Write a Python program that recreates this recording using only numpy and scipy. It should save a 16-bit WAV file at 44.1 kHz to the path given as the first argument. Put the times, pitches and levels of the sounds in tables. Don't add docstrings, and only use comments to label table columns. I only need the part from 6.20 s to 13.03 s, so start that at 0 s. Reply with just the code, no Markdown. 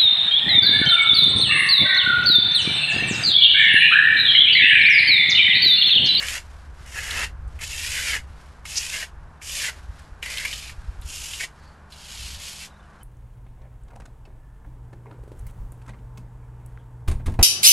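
import sys
import numpy as np
from scipy import signal
from scipy.fft import rfft, irfft
from scipy.io import wavfile

SR = 44100
rng = np.random.default_rng(int(sys.argv[2]) if len(sys.argv) > 2 else 0)


def persist_wave(psi):
    counts = np.round(np.clip(psi, -1, 1) * 32767).astype(np.int16)
    wavfile.write(sys.argv[1], SR, np.atleast_2d(counts).T)


N = 301203
T = np.arange(N) / SR


def from_db(db):
    return 10 ** (np.asarray(db) / 20)


def unit(x):
    return x / np.sqrt(np.mean(x ** 2) + 1e-20)


def follow(rows):
    t, *columns = np.transpose(rows)
    return [np.interp(T, t, column) for column in columns]


def add(mix, t, sound):
    part = mix[max(round(t * SR), 0):][:len(sound)]
    part += sound[:len(part)]


def colour(x, spectrum):
    hz, db = np.transpose(spectrum)
    f = np.fft.rfftfreq(N, 1 / SR)
    gain = from_db(np.interp(np.log(f + 1), np.log(hz), db))
    return unit(irfft(rfft(x) * gain, N))


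def noise(spectrum):
    return colour(rng.standard_normal(N), spectrum)


def wander(rate_hz):
    f = np.fft.rfftfreq(N, 1 / SR)
    return unit(irfft(rfft(rng.standard_normal(N)) * np.exp(-(f / rate_hz) ** 2), N))


def hump(t, half_s, order=2):
    distance_from_top = np.minimum(abs((T - t) / half_s), 6)
    return np.exp(-distance_from_top ** order)


def resonate(x, hz, width_hz):
    turn = np.exp(2j * np.pi * np.cumsum(hz * np.ones(len(x))) / SR)
    r = np.exp(-np.pi * width_hz / SR)
    smooth = signal.lfilter([(1 - r) ** 2], [1, -2 * r, r * r], x / turn)
    return 2 * (turn * smooth).real


def grains(per_s, spread_db):
    size = from_db(spread_db * np.minimum(rng.exponential(1, N), 4))
    sign = rng.choice([-1, 1], N)
    return unit(size * sign * (rng.random(N) < per_s / SR))


LIGHT_HZ, PRESSED_HZ = 3220, 2015
RING_LIGHT_DB, RING_PRESSED_DB = -16, 3.5
DRAG_LIGHT_DB, DRAG_PRESSED_DB = -32, -14.5
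# f/Hz, relative level/dB
MUD_TONE = [(80, -35.5), (200, 2.5), (370, -6), (500, 2), (690, 3), (830, -1), (980, 3), (1400, -1),
            (2200, -12), (5000, -36.5)]


def trowel():
    level_db, pressure, tilt, steel_db, heel_db, mud_db = stroke_controls()
    blade_hz = LIGHT_HZ * (PRESSED_HZ / LIGHT_HZ) ** pressure
    ring_db = steel_db + RING_LIGHT_DB + (RING_PRESSED_DB - RING_LIGHT_DB) * pressure
    drag_db = DRAG_LIGHT_DB + (DRAG_PRESSED_DB - DRAG_LIGHT_DB) * pressure + mud_db
    judder = unit(from_db(1.17 * wander(rate_hz=120) + 1.02 * wander(rate_hz=570)))
    sand = hiss(judder, tilt)
    steel = from_db(ring_db) * ring(judder, blade_hz, heel_db)
    mud = from_db(drag_db) * colour(grains(per_s=4000, spread_db=-1.5), MUD_TONE)
    return from_db(level_db) * (sand + steel + mud)


# landing t/s, lift t/s, place of top speed/0-1 (held within 0.05-0.95), level there/dB,
# swell before it/dB, sag after it/dB (negative rises), first and last pressure/0-1,
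# first and last tilt/0 flat - 1 on edge, ring level/dB, heel contact level/dB (levels and pressure before digs)
STROKES = [(0, 0.169, 1, -30, 7.2, 0.5, .9, 0.31, .55, .6, -0.5, 3),
           (0.662, 1.039, 0.61, -34.5, 14.2, -3, 0.87, 0.93, .95, 0.37, -2, 1),
           (1.413, 1.962, 0.7, -29.5, 5.8, 2.8, 0.32, 0.73, 0.67, .38, 2, -1.5),
           (2.456, 2.834, 0.35, -32.5, 9, 1.5, 0.31, 0.63, .75, 0.48, -1, 0),
           (3.222, 3.495, 0.78, -28, 13.2, 8, .05, 0.86, 1, 0.38, -1, -2),
           (4.03, 4.508, 0.3, -35, 6, 7.5, 0.83, 0.52, 0.37, 0.14, 2, -14),
           (4.825, 5.239, 0.26, -35.5, 24, 0, 0.013, 0.26, 1, 0.5, 3, -11),
           (5.705, 6.19, 0.75, -37.5, 17, 7, .2, 0, 0.3, 0.067, -1.5, -23),
           (6.185, 6.464, 0.3, -36, 7, 11, 0.1, 0.067, .3, 0.43, -3, 4)]
# t/s, half length/s, added pressure/0-1, added level/dB, added mud level/dB
DIGS = [(0.014, 0.029, 0.088, 0, 4.5), (0.18, 0.042, 0.5, -1.5, 6), (0.715, 0.044, -0.17, -2, 4),
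        (0.772, .035, 0.26, 1.5, 0.5), (1.003, 0.1, 0.11, 2, 6.5), (1.428, 0.016, 0.37, 0.5, 4),
        (1.48, 0.027, -0.18, -3.5, 8), (1.781, 0.036, 0.24, 0.5, -5), (1.888, 0.029, 0.014, 3.7, -1),
        (1.957, 0.033, 0.22, 2.5, 4), (2.756, 0.029, 0.33, 1.5, 0.5), (2.831, 0.021, 0.43, 1.5, -0.5),
        (3.448, 0.013, 0.26, 1, -9), (3.493, 0.013, .2, 3, 4.5), (4.12, 0.022, -.15, 2.5, 5.5),
        (4.226, 0.047, 0.17, 0.5, -3), (4.366, 0.037, -0.67, 1.5, 4), (5.209, 0.014, 0.56, 4.5, 0),
        (5.244, 0.02, 0.61, 3, 4), (6.383, 0.032, -0.34, -1, 4), (6.44, 0.038, 0.47, 5.5, -4)]
DIG_EDGE = 2.2
LAND_DB_PER_S, LIFT_DB_PER_S = 1901, 461
PRESS_BEND = 1.24


def stroke_controls():
    level_db = np.full(N, -150.)
    controls = np.zeros((4, N))
    for (lands, lifts, top, db, swell_db, sag_db,
         press_from, press_to, tilt_from, tilt_to, ring_db, heel_db) in STROKES:
        u = np.clip((T - lands) / (lifts - lands), 0, 1)
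        top = np.clip(top, .05, .95)
        before_db = swell_db * (1 - u / top) ** 2
        after_db = sag_db * ((u - top) / (1 - top)) ** 2
        slow_db = np.where(u < top, before_db, after_db)
        off_db = LAND_DB_PER_S * np.maximum(lands - T, 0) + LIFT_DB_PER_S * np.maximum(T - lifts, 0)
        stroke_db = db - slow_db - off_db
        on = stroke_db > level_db
        u, level_db[on] = u[on], stroke_db[on]
        controls[0, on] = press_from + (press_to - press_from) * u ** PRESS_BEND
        controls[1, on] = tilt_from + (tilt_to - tilt_from) * u
        controls[2, on], controls[3, on] = ring_db, heel_db
    pressure, tilt, steel_db, heel_db = controls
    mud_db = np.zeros(N)
    for t, half_s, press, db, wet_db in DIGS:
        dig = hump(t, half_s, order=DIG_EDGE)
        pressure = pressure + press * dig
        level_db = level_db + db * dig
        mud_db = mud_db + wet_db * dig
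    return level_db, pressure, np.clip(tilt, 0, 1), steel_db, heel_db, mud_db


# f/Hz, relative level/dB
SAND_TONE = [(300, -53.5), (1200, -14), (2300, -2.5), (3100, 2.5), (3900, -2.5), (4400, -1.5), (5200, 0.5),
             (6000, -1), (6900, 1.5), (8000, -2.5), (9500, -5.5), (12000, -6.5)]


def hiss(judder, tilt):
    sand = colour(judder * grains(per_s=14000, spread_db=2.5), SAND_TONE)
    flat = colour(sand, [(3000, 1), (4300, 4.0), (6000, -3.0), (11000, -2.5)])
    edge = colour(sand, [(1700, -3), (2900, 0.5), (3900, -5.5), (5200, 1.0), (11000, 1.0)])
    return (1 - tilt) * flat + tilt * edge


# f/multiple of blade pitch, width/Hz, relative level/dB
BLADE_MODES = [(.975, 600, 4.5), (1.25, 900, -9.5), (2.05, 897, -16)]
# f/multiple of blade pitch, width/Hz, level/dB before heel contact
HEEL_MODES = [(.74, 720, 0.75), (1.31, 850, -1)]
# f/Hz, relative level/dB
STEEL_TONE = [(500, -9), (1150, -10), (1600, 0), (1950, 1.5), (2400, -0.5), (2800, 5), (3300, -7),
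              (4000, 4), (8000, -22.5)]


def ring(judder, blade_hz, heel_db):
    def excite(modes):
        coarse = judder * grains(per_s=8000, spread_db=2.0)
        return sum(from_db(db) * resonate(coarse, k * blade_hz, width) for k, width, db in modes)
    blade = excite(BLADE_MODES)
    heel = from_db(heel_db) * excite(HEEL_MODES)
    return colour(blade + heel, STEEL_TONE)


# t/s, level/dB before a 2 dB trim, ring f/Hz, 60 dB decay/s
CATCHES = [(.026, -23, 2150, 0.045), (0.085, -20, 2680, 0.029), (0.669, -50, 2600, .09),
           (.909, -22, 3600, 0.031), (1.278, -56.5, 7900, 0.045), (1.391, -38, 2190, 0.16),
           (1.7436, -40, 4900, 0.12), (2.4543, -27.5, 2200, 0.037), (2.5574, -27, 4850, 0.057),
           (2.581, -20, 5460, 0.026), (3.216, -40, 2260, 0.14), (3.296, -31, 2680, 0.044),
           (3.793, -47.5, 8100, 0.026), (4.028, -22, 2530, 0.048), (4.0607, -22.5, 2430, .037),
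           (4.1732, -18.5, 2900, 0.025), (4.1824, -20, 3770, 0.029), (4.2512, -19.5, 2340, .06),
           (4.3293, -26, 3060, .08), (4.4963, -33.5, 2100, 0.046), (4.814, -45.5, 10100, .045),
           (4.821, -44.5, 3370, 0.091), (5.135, -29.5, 2960, 0.073), (5.723, -39.5, 3820, 0.093)]
CATCH_WIDTH, CRUNCH_DB = 0.54, -5.5


def catches():
    out, t = np.zeros(N), np.arange(SR // 8) / SR
    for start, db, hz, t60 in CATCHES:
        crunch = rng.standard_normal(len(t))
        ringing = unit(resonate(crunch, hz, width_hz=CATCH_WIDTH * hz))
        sound = ringing + from_db(CRUNCH_DB) * crunch
        decay = from_db(db - 2 - 60 * t / t60)
        attack = 1 - np.exp(-t / 0.0005)
        add(out, start - .001, sound * decay * attack)
    return out


# t/s, slip rate f/Hz (before jitter), level/dB
SQUEAK = [(2.556, 420, -40.5), (2.572, 412, -23), (2.582, 418, -19), (2.592, 420, -33.5),
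          (2.62, 260, -36.5)]


def squeak():
    slip_hz, db = follow(SQUEAK)
    turns = np.cumsum(slip_hz * (1 + .011 * wander(rate_hz=250))) / SR
    slips = sum(np.cos(2 * np.pi * (k * turns + 0.33 * rng.random())) for k in range(6, 26))
    sliding = (T > SQUEAK[0][0]) & (T < SQUEAK[-1][0])
    return sliding * from_db(db) * unit(resonate(slips, 5800, width_hz=2500))


def yard(x):
    delay = 0.0022 + 0.000392 * wander(rate_hz=1.51)
    echo = np.interp(T - delay, T, x)
    t = np.arange(SR // 3) / SR
    tail = rng.standard_normal(len(t)) * from_db(-60 * t / .15) * (t > .005)
    tail = tail / np.linalg.norm(tail)
    return x + from_db(-10) * echo + from_db(-14) * signal.fftconvolve(x, tail)[:N]


# t/s, half length/s, level/dB before the flicker
RUSTLES = [(0.297, 0.18, -57), (0.625, 0.054, -52), (1.377, .08, -57), (2.22, 0.16, -57.5),
           (3.56, 0.087, -52), (3.8, 0.1, -56.5), (4.65, 0.48, -58.5), (5.44, 0.097, -62), (6.65, 0.6, -75)]
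# f/Hz, relative level/dB
RUSTLE_TONE = [(500, -5), (1500, 5), (2800, -1), (5000, -3.5), (7500, -7.5), (12000, -13.5)]
CLOTH_DB = -65


def sleeve_and_graze():
    swell = from_db(CLOTH_DB) + sum(from_db(db) * hump(t, half_s) for t, half_s, db in RUSTLES)
    flicker = from_db(-1.5 + 1.05 * wander(rate_hz=46))
    return swell * flicker * colour(grains(per_s=4300, spread_db=-1.0), RUSTLE_TONE)


# f/Hz, relative level/dB
WIND_TONE = [(10, -8.5), (25, -4), (40, -9.5), (55, 2), (75, 0), (100, -11.5), (130, -15), (200, -30),
             (350, -36.5), (1000, -77)]
BREEZE_DB, BREEZE_DB_PER_S = -42.5, -1.11
# t/s, half length of the hump/s, level/dB
GUSTS = [(1.25, 0.66, -37.5), (2.037, 0.12, -36.5), (3.02, 0.087, -39), (3.626, .3, -44),
         (4.637, 0.49, -40.5), (6.11, 0.23, -42)]
# t/s, envelope peak level/dB, f/Hz
BUFFETS = [(1.075, -28, 55.9), (1.277, -23, 62.5), (3.70, -25, 60), (3.925, -28.5, 50.7), (4.59, -26.5, 45),
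           (4.693, -23, 49), (4.797, -23.5, 45), (4.857, -23.5, 51.7)]


def wind():
    breeze_power = from_db(BREEZE_DB + BREEZE_DB_PER_S * T) ** 2
    gust_power = sum((from_db(db) * hump(t, half_s)) ** 2 for t, half_s, db in GUSTS)
    out = np.sqrt(breeze_power + gust_power) * noise(WIND_TONE)
    t = np.arange(-SR // 20, SR // 20) / SR
    for centre, db, hz in BUFFETS:
        swell = from_db(db) * np.exp(-(t / 0.0094) ** 2)
        add(out, centre + t[0], swell * np.cos(2 * np.pi * (hz * t + rng.random())))
    return out


# t/s, length/s, start f/Hz, middle f/Hz, end f/Hz, level/dB before a 4 dB trim
BIRD_NOTES = [(6.497, 0.039, 3500, 4050, 3300, -57), (6.532, 0.025, 3600, 3750, 3850, -59),
              (6.556, .022, 3500, 3850, 4150, -57), (6.596, 0.015, 3350, 3530, 3800, -54.5),
              (6.625, .026, 2900, 2980, 3050, -59), (6.803, .035, 3170, 3020, 3130, -53)]


def bird():
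    out = np.zeros(N)
    for t, length, *pitch_hz, db in BIRD_NOTES:
        u = np.linspace(0, 2, round(length * SR))
        phase = 2 * np.pi * np.cumsum(np.interp(u, np.arange(3), pitch_hz)) / SR
        add(out, t, from_db(db - 4) * np.sin(phase) * np.sin(np.pi * u / 2))
    return out


# t/s, half length/s, f/Hz, level/dB before the hump
BUZZES = [(3.82, 0.088, 4770, -73), (5.47, 0.077, 4500, -63), (5.87, .06, 4400, -59)]


def buzzes():
    rasp = rng.standard_normal(N)
    out = np.zeros(N)
    for t, half_s, hz, db in BUZZES:
        out += from_db(db) * hump(t, half_s) * unit(resonate(rasp, hz, width_hz=540))
    return out


# t/s, fundamental f/Hz (before drift), fundamental level/dB, second harmonic level/dB
HUM = [(0, 74.93, -49, -66), (.95, 74.73, -47, -56), (1.6, 75.72, -56, -59), (6.83, 75.03, -72.5, -59)]
# t/s, f/Hz, level/dB
DRONE = [(5.3, 187.6, -88), (5.6, 196, -60.5), (5.85, 204, -64.5), (6.15, 191.8, -59.5), (6.83, 205, -63.5)]
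# f/Hz, relative level/dB
AIR_TONE = [(20, -26.5), (200, 2.5), (330, -3.5), (600, -1.5), (1000, 1), (1300, -1.5), (1600, -0.5),
            (2000, -11.5), (3000, -20), (5000, -32), (8000, -32.5), (12000, -36)]


def distance():
    hz, first_db, second_db = follow(HUM)
    phase = 2 * np.pi * np.cumsum(hz + 0.13 * wander(rate_hz=2.7)) / SR
    hum = from_db(first_db) * unit(np.sin(phase)) + from_db(second_db) * unit(np.sin(2 * phase))
    drone_hz, drone_db = follow(DRONE)
    drone = from_db(drone_db) * unit(np.sin(2 * np.pi * np.cumsum(drone_hz) / SR))
    return hum + drone + from_db(-53.0) * noise(AIR_TONE)


def scene():
    wall = yard(trowel() + catches() + squeak())
    mono = wall + sleeve_and_graze() + wind() + bird() + buzzes() + distance()
    return np.array([mono, mono])


def record(dry):
    low_pass = signal.firwin(701, 12120, window=("kaiser", 8), fs=SR)
    return signal.oaconvolve(dry, low_pass[None], "same")


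dry = scene()
out = record(dry)
persist_wave(out)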